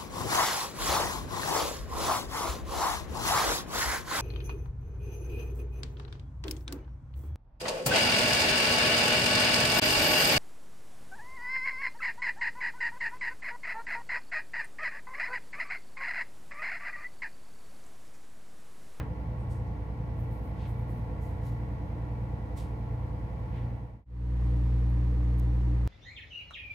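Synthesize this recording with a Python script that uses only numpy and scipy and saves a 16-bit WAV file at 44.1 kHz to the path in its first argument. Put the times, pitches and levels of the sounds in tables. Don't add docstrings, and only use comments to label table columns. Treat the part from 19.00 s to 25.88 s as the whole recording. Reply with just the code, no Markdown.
import sys
import numpy as np
from scipy import signal
from scipy.fft import rfft, irfft, next_fast_len
from scipy.io import wavfile
from scipy.ndimage import uniform_filter1d

SR = 44100
rng = np.random.default_rng(int(sys.argv[2]) if len(sys.argv) > 2 else 0)


def wrap_up_sound(samples):
    columns = np.atleast_2d(samples).T
    tamed = np.clip(columns, -1, 1)
    steps = np.round(tamed * 32767).astype(np.int16)
    wavfile.write(sys.argv[1], SR, steps)


N = 303221

CYCLE_HZ = 9.9265
CYLINDERS = 6
# (frequency [Hz], correlation [-1..1])
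LIKENESS = [(60, 0.99), (180, 0.95), (310, 0.81), (540, 0.6), (940, 0.28), (1400, -0.26), (2800, 0.076),
            (5000, -0.18), (9000, 0.94)]


def amp(db):
    return 10 ** (np.asarray(db) / 20)


def read(points, hz, axis=1):
    table = np.transpose(points)
    return np.interp(np.log(hz + 1), np.log(table[0] + 1), table[axis])


def likeness(hz):
    return read(LIKENESS, hz)


def drift(rate_hz, size=1024):
    hz = np.fft.rfftfreq(size, N / SR / size)
    slow = irfft(rfft(rng.standard_normal(size)) * np.exp(-(hz / rate_hz) ** 2), size)
    slow = (slow - slow.mean()) / slow.std()
    return np.interp(np.linspace(0, size - 1, N), np.arange(size), slow)


def noise_pair(density_db, same):
    size = next_fast_len(N, True)
    hz = np.fft.rfftfreq(size, 1 / SR)
    a, b = rfft(rng.standard_normal((2, size)))
    correlation = np.clip(same(hz), -1, 1)
    mid = a * np.sqrt((1 + correlation) / 2)
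    side = b * np.sqrt((1 - correlation) / 2)
    spectrum = np.array([mid + side, mid - side]) * amp(density_db(hz)) * np.sqrt(SR / 2)
    return irfft(spectrum, size)[:, :N]


def engine(place, buzz_db, uneven_db, buzz_top_hz, chuff, waver, bass_tilt_db, treble_tilt_db, paths=3):
    turns = CYCLE_HZ * np.arange(N) / SR + 0.00073 * drift(2.8)
    hz, orders = order_spectrum(place, buzz_db, uneven_db, buzz_top_hz)
    hum = repeat(orders, turns)
    loose = waver * np.minimum(hz / 120, 1) ** 3
    for _ in range(paths):
        path_phase = np.exp(2j * np.pi * rng.random(len(hz)))
        hum += drift(6.8) * repeat(orders * loose * path_phase, turns)
    firing = np.cos(2 * np.pi * 6 * turns) + np.cos(2 * np.pi * 3 * turns)
    rumble = noise_pair(lambda hz: hull_db(hz, place), likeness) * (1 + chuff * firing)
    diesel = swell(hum + rumble + knocks(turns, place))
    return lean(diesel + auxiliaries(place), bass_tilt_db, treble_tilt_db)


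def order_spectrum(place, buzz_db, uneven_db, buzz_top_hz, count=2049):
    buzz_low_hz = (513, 415)[place]
    throb_db, throb_hz, throb_width_hz = (-46.5, -60)[place], 100, 8.9
    singing_drive_db = (4, 3)[place]
    in_step_hz = (125, 200.6)[place]
    # (engine order, level at first place [dB], level at second [dB])
    beat_hum = [(5, -46.5, -65.5), (20, -52.5, -58.5)]
    # (frequency [Hz], level before the drive is added [dB])
    singing_first = [(158.8, -58), (208.5, -65), (268, -65.5), (347.4, -70), (436.8, -67.5), (446.7, -68),
                     (456.6, -70), (496.3, -70), (506.3, -64.5), (516.2, -69.5), (685, -73), (705.2, -69.5),
                     (794, -77.5), (804, -69), (861.3, -62.5), (893, -75), (942.1, -70), (974.4, -67.5),
                     (1093, -70), (1102, -74), (1362, -76), (1965, -80), (3226, -90), (4020, -91),
                     (4815, -96)]
    singing_second = [(99.3, -51.5), (168.8, -59.5), (208.5, -59.5), (287.9, -57), (456.6, -69),
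                      (484.5, -65.5), (496.3, -67.5), (506.3, -69.5), (586.8, -71), (794, -69.5),
                      (802.1, -67), (920.5, -72), (942.1, -69), (974.4, -70.5), (1003, -74), (1052, -76.5),
                      (1093, -79), (1163, -74), (1233, -70.5)]

    hz = np.arange(count) * CYCLE_HZ
    scatter_db = uneven_db * np.clip(rng.standard_normal(count), -2, 1.35)
    level_db = hull_db(hz, place) + buzz_db + scatter_db
    level_db -= 10 * np.log10(1 + (hz / buzz_top_hz) ** 2 + (buzz_low_hz / (hz + 1)) ** 2)
    level_db = np.maximum(level_db, throb_db - ((hz - throb_hz) / throb_width_hz) ** 2)
    for order, *db in beat_hum:
        level_db[round(order)] = db[place]
    level_db[::CYLINDERS] = np.maximum(level_db[::CYLINDERS], firing_db(hz[::CYLINDERS], place))
    for line_hz, db in (singing_first, singing_second)[place]:
        level_db[round(line_hz / CYCLE_HZ)] = db + singing_drive_db
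    phase = np.where(hz < in_step_hz, -hull_lag(hz, place), 2 * np.pi * rng.random(count))
    apart = np.arccos(np.clip(likeness(hz), -1, 1)) * rng.choice([-1, 1], count) / 2
    phases = phase + np.array([apart, -apart])
    return hz, amp(level_db) * np.exp(1j * phases) * (hz > 0)


def firing_db(hz, place):
    base_db, corner_hz = (-38.5, -26)[place], (118.2, 97.9)[place]
    fall_db_per_octave = (45, 20.5)[place]
    steepness = fall_db_per_octave / (10 * np.log10(2))
    return base_db - 10 * np.log10(1 + (hz / corner_hz) ** steepness) + panel_db(hz, place)


def hull_lag(hz, place):
    # (frequency [Hz], width [Hz])
    hull_modes = ([(72, 7.7), (94, 0.77)], [(125, 7)])
    return sum(np.pi / 2 + np.arctan(2 * (hz - mode_hz) / width_hz)
               for mode_hz, width_hz in hull_modes[place])


def repeat(orders, turns):
    cycle = irfft(orders, norm="forward") / np.sqrt(2)
    grid = np.linspace(0, 1, cycle.shape[1], endpoint=False)
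    return np.array([np.interp(turns % 1, grid, side) for side in cycle])


def hull_db(hz, place):
    # (frequency [Hz], density at first place [dB per Hz], density at second [dB per Hz])
    rumble = [(25, -72, -74.5), (44.7, -84, -79), (68.4, -66.5, -65), (90.4, -63, -67), (105, -76, -63.5),
              (119.3, -68, -63), (130, -69.5, -68), (187, -74.5, -77.5), (257, -79.5, -78),
              (377, -83, -81.5), (654, -81.5, -86.5), (1136, -87, -87), (1247, -97, -92), (2220, -99, -97),
              (3380, -107.5, -102.4), (5530, -112.5, -107.5), (7400, -119, -113), (13000, -120.5, -118.5),
              (15100, -126, -121.5)]
    low_cut_db = 10 * np.log10(1 + (20 / (hz + 1)) ** 4)
    return read(rumble, hz, axis=1 + place) + panel_db(hz, place) - low_cut_db


def panel_db(hz, place):
    # (frequency [Hz], width [Hz], lift at first place [dB], lift at second [dB])
    panels = [(145.5, 8.3, 9.5, 0), (170.3, 22, 7, 0.5), (234, 15, 8, -0.5), (294.2, 14.2, 14.5, 10.5),
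              (326.1, 29, 9, 10), (453, 17, 8, 8), (496.4, 30, 7.5, 8), (1395, 60, 8, 0.5),
              (1916, 515, 6, 4), (1954, 58, 2.5, -1.5), (2292, 53, 5.5, -2), (4300, 250, 1.5, 3)]
    return sum(row[2 + place] / (1 + (2 * (hz - row[0]) / row[1]) ** 2) for row in panels)


def knocks(turns, place, count=3):
    over_rumble_db, uneven_db = (5, -5)[place], 2
    delay_s, rise_s, decay_s = .014, .0008, 0.0041
    low_hz, top_hz = 443, 2600
    knock, part = np.divmod((turns - delay_s * CYCLE_HZ + 1) * count, 1)
    scatter = np.clip(rng.standard_normal(N // 1000), -2, 2)
    strength = amp(over_rumble_db + uneven_db * scatter)

    def density_db(hz):
        return hull_db(hz, place) - 10 * np.log10(1 + (low_hz / (hz + 1)) ** 4 + (hz / top_hz) ** 4)

    steel = noise_pair(density_db, likeness)
    since_s = part / (count * CYCLE_HZ)
    envelope = (1 - np.exp(-(since_s / rise_s) ** 2)) * np.exp(-since_s / decay_s)
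    return steel * strength[knock.astype(int)] * envelope


def swell(x):
    # (time [s], level [dB])
    clatter_level = [(0, 0.5), (0.8, -0.3), (2, 0.8), (2.6, 0.5), (3.4, 0.2), (4.6, 0), (6.1, -1),
                     (6.7, -0.8)]
    # (frequency [Hz], width [Hz], centre time [s], time to 1/e of the lift [s], lift [dB])
    panel_surges = [(305, 29, 1.4, .5, 2), (295, 24, 3, 0.5, 3), (494, 40, 2.1, .2, 3),
                    (1960, 160, 2.56, .45, 3), (480, 70, 5.95, .25, 2.5), (311, 45, 6.76, .3, 1.5)]
    t = np.arange(N) / SR
    highpass = signal.butter(2, 220, "high", fs=SR, output="sos")
    clatter = signal.sosfiltfilt(highpass, x)
    out = x + clatter * (amp(np.interp(t, *np.transpose(clatter_level))) - 1)
    for hz, width_hz, at_s, length_s, lift_db in panel_surges:
        panel = signal.lfilter(*signal.iirpeak(hz, hz / width_hz, fs=SR), x)
        out = out + panel * (amp(lift_db * np.exp(-((t - at_s) / length_s) ** 2)) - 1)
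    return out


def lean(x, bass_db, treble_db):
    size = next_fast_len(N, True)
    # (frequency [Hz], left minus right [dB])
    tilt = [(60, bass_db), (100, 0.6), (800, 0.87), (2000, treble_db), (5000, treble_db), (9000, 0)]
    half_db = read(tilt, np.fft.rfftfreq(size, 1 / SR)) / 2
    return irfft(rfft(x, size) * amp([half_db, -half_db]), size)[:, :N]


def auxiliaries(place):
    wander_turns, wander_hz = 0.077, 0.83
    # (frequency [Hz], level at first place before the tilt [dB], at second [dB])
    machines = [(57.4, -62.5, -57), (71.5, -64, -66.5), (83.5, -69, -51), (87.6, -49, -61),
                (115, -51, -57.5), (117.7, -44.5, -71), (122.3, -63, -67), (142.9, -54, -71),
                (171, -58.5, -71), (176.5, -57.5, -70.5), (231.2, -67.5, -71), (237.6, -61.5, -76),
                (288.2, -61, -70), (491.5, -67.5, -67)]
    t = np.arange(N) / SR
    hum = 0
    for hz, *db in machines:
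        turns = hz * t + rng.random() + wander_turns * drift(wander_hz)
        hum = hum + amp(db[place]) * np.sqrt(2) * np.cos(2 * np.pi * turns)
    return hum


def rustles(grain=0.84, clump_db=-0.7, spread=0.44, size=32768, count=200):
    ring_hz, ring_width_hz = 8500, 1300
    top_slope = 7.4
    tail_db, tail_s, tail_hz = -3.5, 0.049, 5000
    out = np.zeros((2, N))
    t, hz = np.arange(size) / SR, np.fft.rfftfreq(size, 1 / SR)
    ring = 1 / (1 + (2 * (hz - ring_hz) / ring_width_hz) ** 2)
    for s, db, rise_s, decay_s, low_hz, high_hz, ring_db in strokes():
        clump = uniform_filter1d(rng.standard_normal(size), count) * np.sqrt(count)
        roughness = np.exp(grain * np.clip(rng.standard_normal(size), -2, 2))
        grains = rng.standard_normal((2, size)) * roughness * amp(clump_db * clump)
        band = ((1 + (low_hz / (hz + 1)) ** 8) * (1 + (hz / high_hz) ** top_slope)) ** -.5
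        mid, side = irfft(rfft(grains) * band * amp(ring_db * ring))
        dull_band = band / (1 + (hz / tail_hz) ** 2)
        dull = irfft(rfft(rng.standard_normal((2, size))) * dull_band) * grains.std()

        start = max(round(s * SR) - size // 4, 0)
        since_s = t + start / SR - s
        onset = np.exp(-(np.minimum(since_s, 0) / rise_s) ** 2)
        after_s = np.maximum(since_s, 0)
        direct = np.exp(-after_s / decay_s) * np.array([mid + spread * side, mid - spread * side])
        tail_gain = amp(tail_db) * np.sqrt((rise_s + decay_s) / tail_s)
        tail = tail_gain * np.exp(-after_s / tail_s) * dull
        stroke = amp(db) * onset * (direct + tail) / mid.std()
        out[:, start:start + size] += stroke[:, :N - start]
    return out


def strokes():
    # (crest time [s], crest rms of direct mid [dB], rise [s], decay [s], lowest [Hz], highest [Hz],
    # ring lift [dB])
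    rustle_strokes = [(.005, -46, 0.012, 0.022, 550, 1900, 5), (.41, -76, .015, 0.036, 7900, 10000, 13),
                      (.516, -65, 0.016, 0.05, 4200, 10500, 4), (.68, -78, 0.027, .05, 2500, 6500, 0),
                      (1.215, -72, 0.036, 0.049, 10800, 15000, 0),
                      (1.34, -71.5, 0.039, .06, 10000, 15000, 0), (1.465, -74, .05, 0.057, 10800, 15000, 0),
                      (1.615, -63.5, .04, 0.043, 1600, 3700, 0), (1.635, -76, 0.055, .05, 4000, 9000, 5),
                      (1.657, -60.5, 0.027, 0.032, 1500, 3200, 5),
                      (1.695, -70.5, 0.033, 0.045, 8000, 14500, -3),
                      (1.8, -74, .025, .035, 10800, 15000, 0), (1.91, -71, .028, .06, 8500, 14500, -3),
                      (1.985, -75, 0.039, .042, 10000, 15000, 0),
                      (2.235, -68.5, 0.024, 0.086, 6000, 13500, -4),
                      (2.47, -65.5, 0.039, 0.058, 2700, 13000, -6), (2.6, -82, 0.068, 0.082, 1800, 2500, 3),
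                      (3.578, -56.5, 0.011, 0.046, 2300, 11300, 3), (3.597, -63, .02, 0.053, 2600, 4300, 0),
                      (4.58, -62, 0.065, 0.065, 1600, 2700, 12)]
    ticks_and_swell = [(5.902, -66, .001, .001, 9500, 13300), (6.393, -65, .012, .007, 9000, 13500),
                       (6.398, -50, .0004, .0006, 1500, 14000)]
    return rustle_strokes + [(*row, 0) for row in ticks_and_swell]


def scene():
    middle_s, fade_out_s, fade_in_s = 5.052, 0.37, 0.41
    t = np.arange(N) / SR
    first = engine(place=0, buzz_db=6.5, uneven_db=4.0, buzz_top_hz=3650, chuff=0.055, waver=0.063,
                   bass_tilt_db=-2.5, treble_tilt_db=-3.0)
    second = engine(place=1, buzz_db=12.0, uneven_db=3.0, buzz_top_hz=1500, chuff=0.065, waver=0.04,
                    bass_tilt_db=-0.3, treble_tilt_db=-5.5)
    fade_out = np.clip((middle_s - t) / fade_out_s, 0, 1)
    fade_in = np.clip((t - middle_s) / fade_in_s, 0, 1)
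    return first * fade_out + second * fade_in + rustles()


def record(dry):
    lowpass = signal.firwin(511, 15750, window=("kaiser", 9), fs=SR)
    return signal.oaconvolve(dry, lowpass[None], "same")


dry = scene()
out = record(dry)
wrap_up_sound(out)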